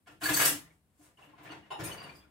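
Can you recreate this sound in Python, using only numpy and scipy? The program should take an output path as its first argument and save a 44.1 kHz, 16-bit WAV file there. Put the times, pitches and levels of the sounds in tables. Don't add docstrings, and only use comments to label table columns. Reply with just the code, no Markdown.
import sys
import numpy as np
from scipy import signal
from scipy.fft import rfft, irfft
from scipy.io import wavfile
from scipy.ndimage import uniform_filter1d

SR = 44100
rng = np.random.default_rng(int(sys.argv[2]) if len(sys.argv) > 2 else 0)


def volts_from_db(level):
    exponent = np.asarray(level, float) / 20
    return 10 ** exponent


def generate_wav(signal):
    frames = np.transpose(np.atleast_2d(signal))
    scaled = np.clip(frames, -1, 1) * 32767
    pcm = np.round(scaled).astype(np.int16)
    wavfile.write(sys.argv[1], SR, pcm)


N = 101429

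# [Hz, dB per Hz]
CRACK = [(25, -46), (50, -25), (160, -11.5), (450, -11.5), (1600, -5), (3000, -9), (5300, -12), (8500, -6),
         (16000, -11.5)]
# [Hz, dB per Hz]
BOARD = [(25, -32), (60, -14), (150, -0.5), (450, -5.5), (900, -3), (2700, -10.5), (5000, -25),
         (16000, -41)]


def cutlery():
    # [s, dB, dB]
    drops = [(0.061, -45, -69), (0.07, -32.5, -57), (.11, -46.5, -58), (.211, -27.5, -41), (.216, -22, -45),
             (0.218, -29.5, -41), (0.233, -17.5, -23), (0.257, -19.5, -24), (0.287, -10.5, -23.5),
             (0.31, -20, -35.5), (0.333, -27.5, -16.5), (.365, -14, -18), (.393, -8.5, -16.5),
             (0.41, -18, -14.5), (.429, -18.5, -21.5), (0.449, -13, -10.5), (0.471, -16, -24.5)]
    # [s, dB]
    shaking = [
        (.2, -57.5),
        (.235, -46),
        (.3, -37),
        (.46, -39),
        (.5, -59),
        (.56, -48.5),
        (.62, -67),
    ]
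    start_s, dull_db, bright_db = np.transpose(drops)
    split_hz = 2800
    below = signal.butter(2, split_hz, fs=SR, output="sos")
    above = signal.butter(2, split_hz, "high", fs=SR, output="sos")
    dull = signal.sosfilt(below, colour(blows(start_s, dull_db), CRACK))
    bright = signal.sosfilt(above, colour(blows(start_s, bright_db), CRACK))
    shake = volts_from_db(level_over_time(shaking))
    rattle = colour(shake * grains(per_s=1500, uneven_db=0.62), CRACK)
    loose = jostle(shake, low_hz=700, high_hz=15000, per_s=54)
    return volts_from_db(20) * (dull + bright) + rattle + volts_from_db(-20.5) * loose


def jostle(push, low_hz, high_hz, per_s):
    pieces = [(hz, 0.041 * hz, 0) for hz in np.geomspace(low_hz, high_hz, num=18)]
    return body(pieces, lambda: push * grains(per_s, uneven_db=4))


def steel_rings():
    # [s, dB, Hz]
    forks_and_knives = [(.236, -28.5, 4450), (.236, -36.5, 8380), (.24, -33, 11000), (.24, -38.5, 9900),
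                        (.255, -22, 1640), (.257, -28.5, 4500), (.255, -36.5, 10950), (.256, -35, 15100),
                        (.29, -24.5, 1632), (.292, -33.5, 780), (.333, -31, 1330), (.336, -30, 6420),
                        (.34, -25.5, 4550), (.34, -24, 8470), (.357, -27.5, 7870), (.36, -28.5, 6360),
                        (.364, -20.5, 13500), (.366, -29.5, 4540), (.37, -26, 1670), (.387, -30, 4584),
                        (.385, -29, 6350), (.393, -26, 8030), (.392, -27, 780), (.405, -24.5, 1654),
                        (.403, -30.5, 6200), (.42, -22, 1710), (.415, -32.5, 780), (.44, -28, 4557),
                        (.45, -20.5, 13610), (.452, -24, 8530), (.452, -29.5, 15100), (.455, -32.5, 6300),
                        (.47, -33, 1368), (.474, -22.5, 11320), (.476, -24, 8550), (.49, -29.5, 13700),
                        (.5, -29.5, 11200)]
    return volts_from_db(20.5) * pings(forks_and_knives, ring_s=0.006, swell_s=0.001, spread_hz=73)


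def tub_booms():
    # [s, dB, Hz]
    tub = [(.085, -58.5, 295.5), (.222, -38.5, 303.8), (.3, -31.5, 294.4), (.33, -47, 301.6),
           (.4, -36, 300.2), (.47, -38, 292.6), (.55, -51.5, 297.4), (.99, -58, 298), (1.27, -59.5, 292),
           (1.39, -59.5, 299), (1.5, -47.5, 303), (1.785, -42.5, 317), (2.14, -62, 288.6)]
    return volts_from_db(29.5) * pings(tub, ring_s=0.032, swell_s=0.012, spread_hz=7)


def slide():
    # [s, dB]
    pushes = [(.58, -61), (.7, -67.5), (.77, -93), (.985, -78), (1.0, -60), (1.08, -71.5), (1.165, -84),
              (1.18, -59.5), (1.23, -57), (1.328, -64.5), (1.334, -61.5), (1.4, -53), (1.5, -47),
              (1.52, -44.5), (1.6, -70.5), (1.68, -57)]
    # [s, dB]
    lift = [
        (1.86, -42.5),
        (1.92, -46.5),
        (1.96, -45.5),
        (2.02, -45),
        (2.1, -56),
        (2.18, -63),
        (2.3, -79),
    ]
    push = volts_from_db(level_over_time(pushes)) + volts_from_db(level_over_time(lift))
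    return colour(push * grains(per_s=740, uneven_db=5.9), BOARD)


def bumps():
    # [s, dB]
    thuds = [(0.086, -51.5), (0.226, -39), (0.301, -38.5), (0.459, -42.5), (.6, -58), (0.993, -59),
             (1.267, -56), (1.501, -49.5), (1.794, -70), (1.88, -69), (1.96, -76), (2.089, -48.5),
             (2.2, -56.5)]
    # [Hz, dB per Hz]
    thud_colour = [(25, -32), (55, -4), (150, -4.5), (300, -1.5), (700, -28.5), (16000, -72.5)]
    start_s, level_db = np.transpose(thuds)
    return volts_from_db(24.5) * colour(blows(start_s, level_db, chatter_s=0.06), thud_colour)


def mug_clinks():
    # [s, dB]
    clinks = [
        (1.704, -28),
        (1.712, -35.5),
        (1.72, -40),
        (1.74, -56),
        (1.755, -62),
    ]
    # [Hz, Hz, dB]
    mug_modes = [(513, 180, -16), (780, 157, -6.5), (930, 244, -0.5), (1220, 220, -14), (2850, 190, -8),
                 (3757, 106, -14), (5236, 130, -22.5), (7030, 170, -27), (9040, 190, -24), (9900, 80, -29),
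                 (10750, 130, -24.5), (11800, 90, -35), (13800, 80, -38)]
    tick = colour(blows(*np.transpose(clinks)), BOARD)
    return volts_from_db(20) * struck(clinks, mug_modes) + volts_from_db(13) * tick


def board_knocks():
    # [s, dB]
    knocks = [
        (1.791, -27),
        (1.801, -26.5),
        (1.822, -35.5),
        (1.924, -42),
    ]
    # [Hz, dB per Hz]
    knock_colour = [(25, -65), (50, -13), (150, 1), (310, -2.5), (640, -10), (1500, -13), (4000, -26),
                    (16000, -37)]
    return volts_from_db(19.5) * colour(blows(*np.transpose(knocks)), knock_colour)


def spoon():
    # [s, dB]
    jingles = [
        (1.836, -29.5),
        (1.85, -45),
        (1.868, -54),
        (1.922, -44.5),
        (2.022, -51),
        (2.151, -54.5),
    ]
    # [Hz, Hz, dB]
    spoon_modes = [(5610, 150, -16), (6200, 42, -26), (6390, 29, -13), (6600, 55, -9), (7790, 26, -15.5),
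                   (8600, 72, -3), (9280, 45, -1.5), (10200, 85, -2.5), (11900, 48, -11), (12400, 67, -9),
                   (13480, 54, -9), (14200, 40, -14), (14300, 28, -9), (15100, 39, -22)]
    hiss = colour(blows(*np.transpose(jingles)), CRACK)
    return volts_from_db(15.5) * struck(jingles, spoon_modes) + volts_from_db(18.5) * hiss


def crockery_touches():
    # [s, dB, Hz]
    touches = [(.65, -58, 1880), (.705, -66.5, 2140), (.995, -66, 664), (1.172, -61, 2920),
               (1.187, -63, 1097), (1.21, -57, 872), (1.222, -55, 2764), (1.25, -73, 11900),
               (1.26, -64, 2780), (1.31, -70, 2705), (1.332, -54.5, 927), (1.404, -59, 850),
               (1.43, -64, 14740), (1.457, -51.5, 1793), (1.465, -53, 2390), (1.499, -50.5, 1260),
               (1.5, -49.5, 2850), (1.508, -54.5, 4420), (1.507, -63.5, 6180), (1.509, -65, 8320),
               (1.52, -50.5, 818), (1.625, -62, 2850), (1.629, -63, 1866), (1.85, -43, 2543),
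               (1.868, -49.5, 4940), (1.88, -56, 5600), (1.912, -42, 2950), (1.92, -52, 4400),
               (1.925, -54, 6150), (1.975, -54, 4660), (1.98, -48, 2850), (2.0, -51, 4634),
               (2.004, -47.5, 1100), (2.037, -54.5, 4620), (2.04, -49, 2795), (2.088, -49, 2410),
               (2.09, -57, 4490), (2.125, -58, 2400), (2.15, -58, 4880), (2.18, -62, 4850),
               (2.21, -67, 3340), (2.23, -66, 2430), (2.24, -68, 1467)]
    return volts_from_db(27) * pings(touches, ring_s=0.0083, swell_s=0.00091, spread_hz=87.5)


def sleeve():
    # [s, dB]
    rustle = [(.66, -83), (.72, -74), (.8, -104), (.93, -87), (1.01, -67.5), (1.05, -62.5), (1.1, -101),
              (1.17, -77), (1.24, -73), (1.3, -120), (1.405, -95), (1.425, -63), (1.52, -92), (1.62, -107),
              (2.1, -72), (2.16, -70.5), (2.25, -112.5)]
    # [Hz, dB per Hz]
    cloth = [(300, -38), (3000, -11), (6000, -6), (8600, -0.5), (16000, -13.5)]
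    return volts_from_db(level_over_time(rustle) + 1) * colour(grains(per_s=6000, uneven_db=7.5), cloth)


def kitchen(x, rings):
    # [Hz, s]
    room_t60 = [(60, 0.9), (250, 1), (1000, 0.29), (4000, 0.49), (12000, 0.28)]
    # [Hz, Hz, dB]
    standing = [(153, 30, -26.5), (306, 20, -29)]
    direct_db, build_s = -14.5, 0.0028
    bend_db = 612
    early_s, late_db = 0.011, -12
    dip_hz, dip_width_hz = 235.4, 49
    t = np.arange(SR // 2) / SR

    def decay(hz):
        t60 = at_hz(room_t60, hz)
        return volts_from_db(-60 * t / t60 - bend_db * t ** 2) / np.sqrt(t60)

    tail = pair(len(t), decay) * (1 - np.exp(-t / build_s))
    power = uniform_filter1d(np.abs(rfft(tail, 8 * 8192)) ** 2, size=45, axis=1)[:, ::8]
    hz = np.arange(1, 4098) * SR / 8192
    even = [np.c_[hz, -10 * np.log10(p + 1e-6 * p.max())] for p in power]
    tail = np.array([colour(side, e)[:len(t)] for side, e in zip(tail, even)])
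    tail = unit_energy(tail)
    tail[:, 0] += volts_from_db(direct_db)
    early = unit_energy(tail * (np.exp(-t / early_s) + volts_from_db(late_db)))

    wet = signal.fftconvolve(tail, x[None], axes=1)[:, :N] + body(standing, lambda: x)
    wet = wet - signal.lfilter(*signal.iirpeak(dip_hz, dip_hz / dip_width_hz, fs=SR), wet)
    return wet + signal.fftconvolve(early, rings[None], axes=1)[:, :N]


def house_floor():
    # [Hz, dB per Hz]
    hum_and_hiss = [(20, -41.5), (65, 1), (220, -3.5), (400, -15), (1500, -22.5), (6500, -33),
                    (8500, -24.5), (16000, -31.5)]
    return volts_from_db(-72) * unit(colour(pair(N, lambda hz: 1), hum_and_hiss))


def pair(size, shape):
    # [Hz, 0-1]
    likeness = [(100, 0.92), (300, 0.72), (600, 0.69), (1200, 0.024)]
    out, edges = 0, 25 * 2 ** np.arange(0, 9.6, 0.5)
    for low, high in zip(edges, edges[1:]):
        band = signal.butter(2, [low, high], "band", fs=SR, output="sos")
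        mid, side = signal.sosfilt(band, rng.standard_normal((2, size)))
        hz = np.sqrt(low * high)
        alike = at_hz(likeness, hz)
        out = out + shape(hz) * (np.sqrt(1 + alike) * mid + np.sqrt(1 - alike) * side * [[1], [-1]])
    return out


def pings(rows, ring_s, swell_s, spread_hz):
    t, out = np.arange(SR // 4) / SR, np.zeros(N + SR)
    envelope = np.exp(-t / ring_s) * (1 - np.exp(-t / swell_s))
    strengths = np.array([0.5, 0.92, 0.81])
    for (start_s, level_db, hz), draw in zip(rows, rng.random((len(rows), 6))):
        pitch = hz + spread_hz * (np.array([-1, 0, 1]) + draw[:3] - 0.5)
        partials = np.sin(2 * np.pi * (pitch[:, None] * t + draw[3:, None]))
        first = int(start_s * SR)
        out[first:first + len(t)] += volts_from_db(level_db) * unit_energy(envelope * (strengths @ partials))
    return out[:N]


def struck(rows, modes):
    start_s, level_db = np.transpose(rows)
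    return body(modes, lambda: blows(start_s, level_db))


def body(modes, drive):
    out = np.zeros(N)
    for hz, width_hz, db in modes:
        r = np.exp(-np.pi * 1.5 * max(width_hz, 28) / SR)
        sos = 2 * [[0.92, 0.013, -1.1, 1, -2 * r * np.cos(2 * np.pi * hz / SR), r * r]]
        energy = np.sum(signal.sosfilt(sos, signal.unit_impulse(4096)) ** 2)
        out += volts_from_db(db) * signal.sosfilt(sos, drive() + 1e-18) / np.sqrt(energy)
    return out


def blows(start_s, level_db, chatter_s=0.0047):
    hits = np.zeros(N)
    np.add.at(hits, (np.asarray(start_s) * SR).astype(int), volts_from_db(level_db))
    t = np.arange(SR // 5) / SR
    chatter = np.exp(-t / chatter_s) * (1 - np.exp(-t / 0.00035))
    return signal.fftconvolve(hits, unit_energy(chatter))[:N] * rng.standard_normal(N)


def grains(per_s, uneven_db):
    size = volts_from_db(uneven_db * np.minimum(rng.exponential(1, N), 4)) * rng.choice([-1, 1], N)
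    return unit(size * (rng.random(N) < per_s / SR))


def colour(x, spectrum):
    cepstrum = irfft(at_hz(spectrum, np.arange(4097) * SR / 8192 + 1) * np.log(10) / 20)
    cepstrum[1:4096] *= 2
    cepstrum[4097:] = 0
    h = unit_energy(irfft(np.exp(rfft(cepstrum)))[:4096])
    return signal.fftconvolve(x, h.reshape((1,) * (x.ndim - 1) + (-1,)), axes=-1)[..., :N]


def at_hz(points, hz):
    p = np.array(points)
    return np.interp(np.log(hz), np.log(p[:, 0]), p[:, 1])


def level_over_time(rows):
    time_s, level_db = np.transpose(rows)
    return np.interp(np.arange(N) / SR, time_s, level_db, -140, -140)


def unit(x):
    return x / np.sqrt(np.mean(x ** 2) + 1e-30)


def unit_energy(x):
    return x / np.sqrt(np.sum(x ** 2, axis=-1, keepdims=True))


def scene():
    contacts = cutlery() + slide() + bumps() + mug_clinks() + board_knocks() + spoon() + sleeve()
    heard = kitchen(contacts, steel_rings() + crockery_touches())
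    boom = tub_booms()
    boom_pair = [boom, np.roll(boom, shift=12)]
    left_db = 1.56
    return (heard + boom_pair + house_floor()) * volts_from_db([[left_db / 2], [-left_db / 2]])


def low_pass(x):
    return signal.sosfilt(signal.butter(12, 16310, fs=SR, output="sos"), x)


def record(dry):
    steep = signal.ellip(14, 1, 80, 15800, fs=SR, output="sos")
    mix = signal.sosfilt(steep, dry)
    return low_pass(mix)


dry = scene()
out = record(dry)
generate_wav(out)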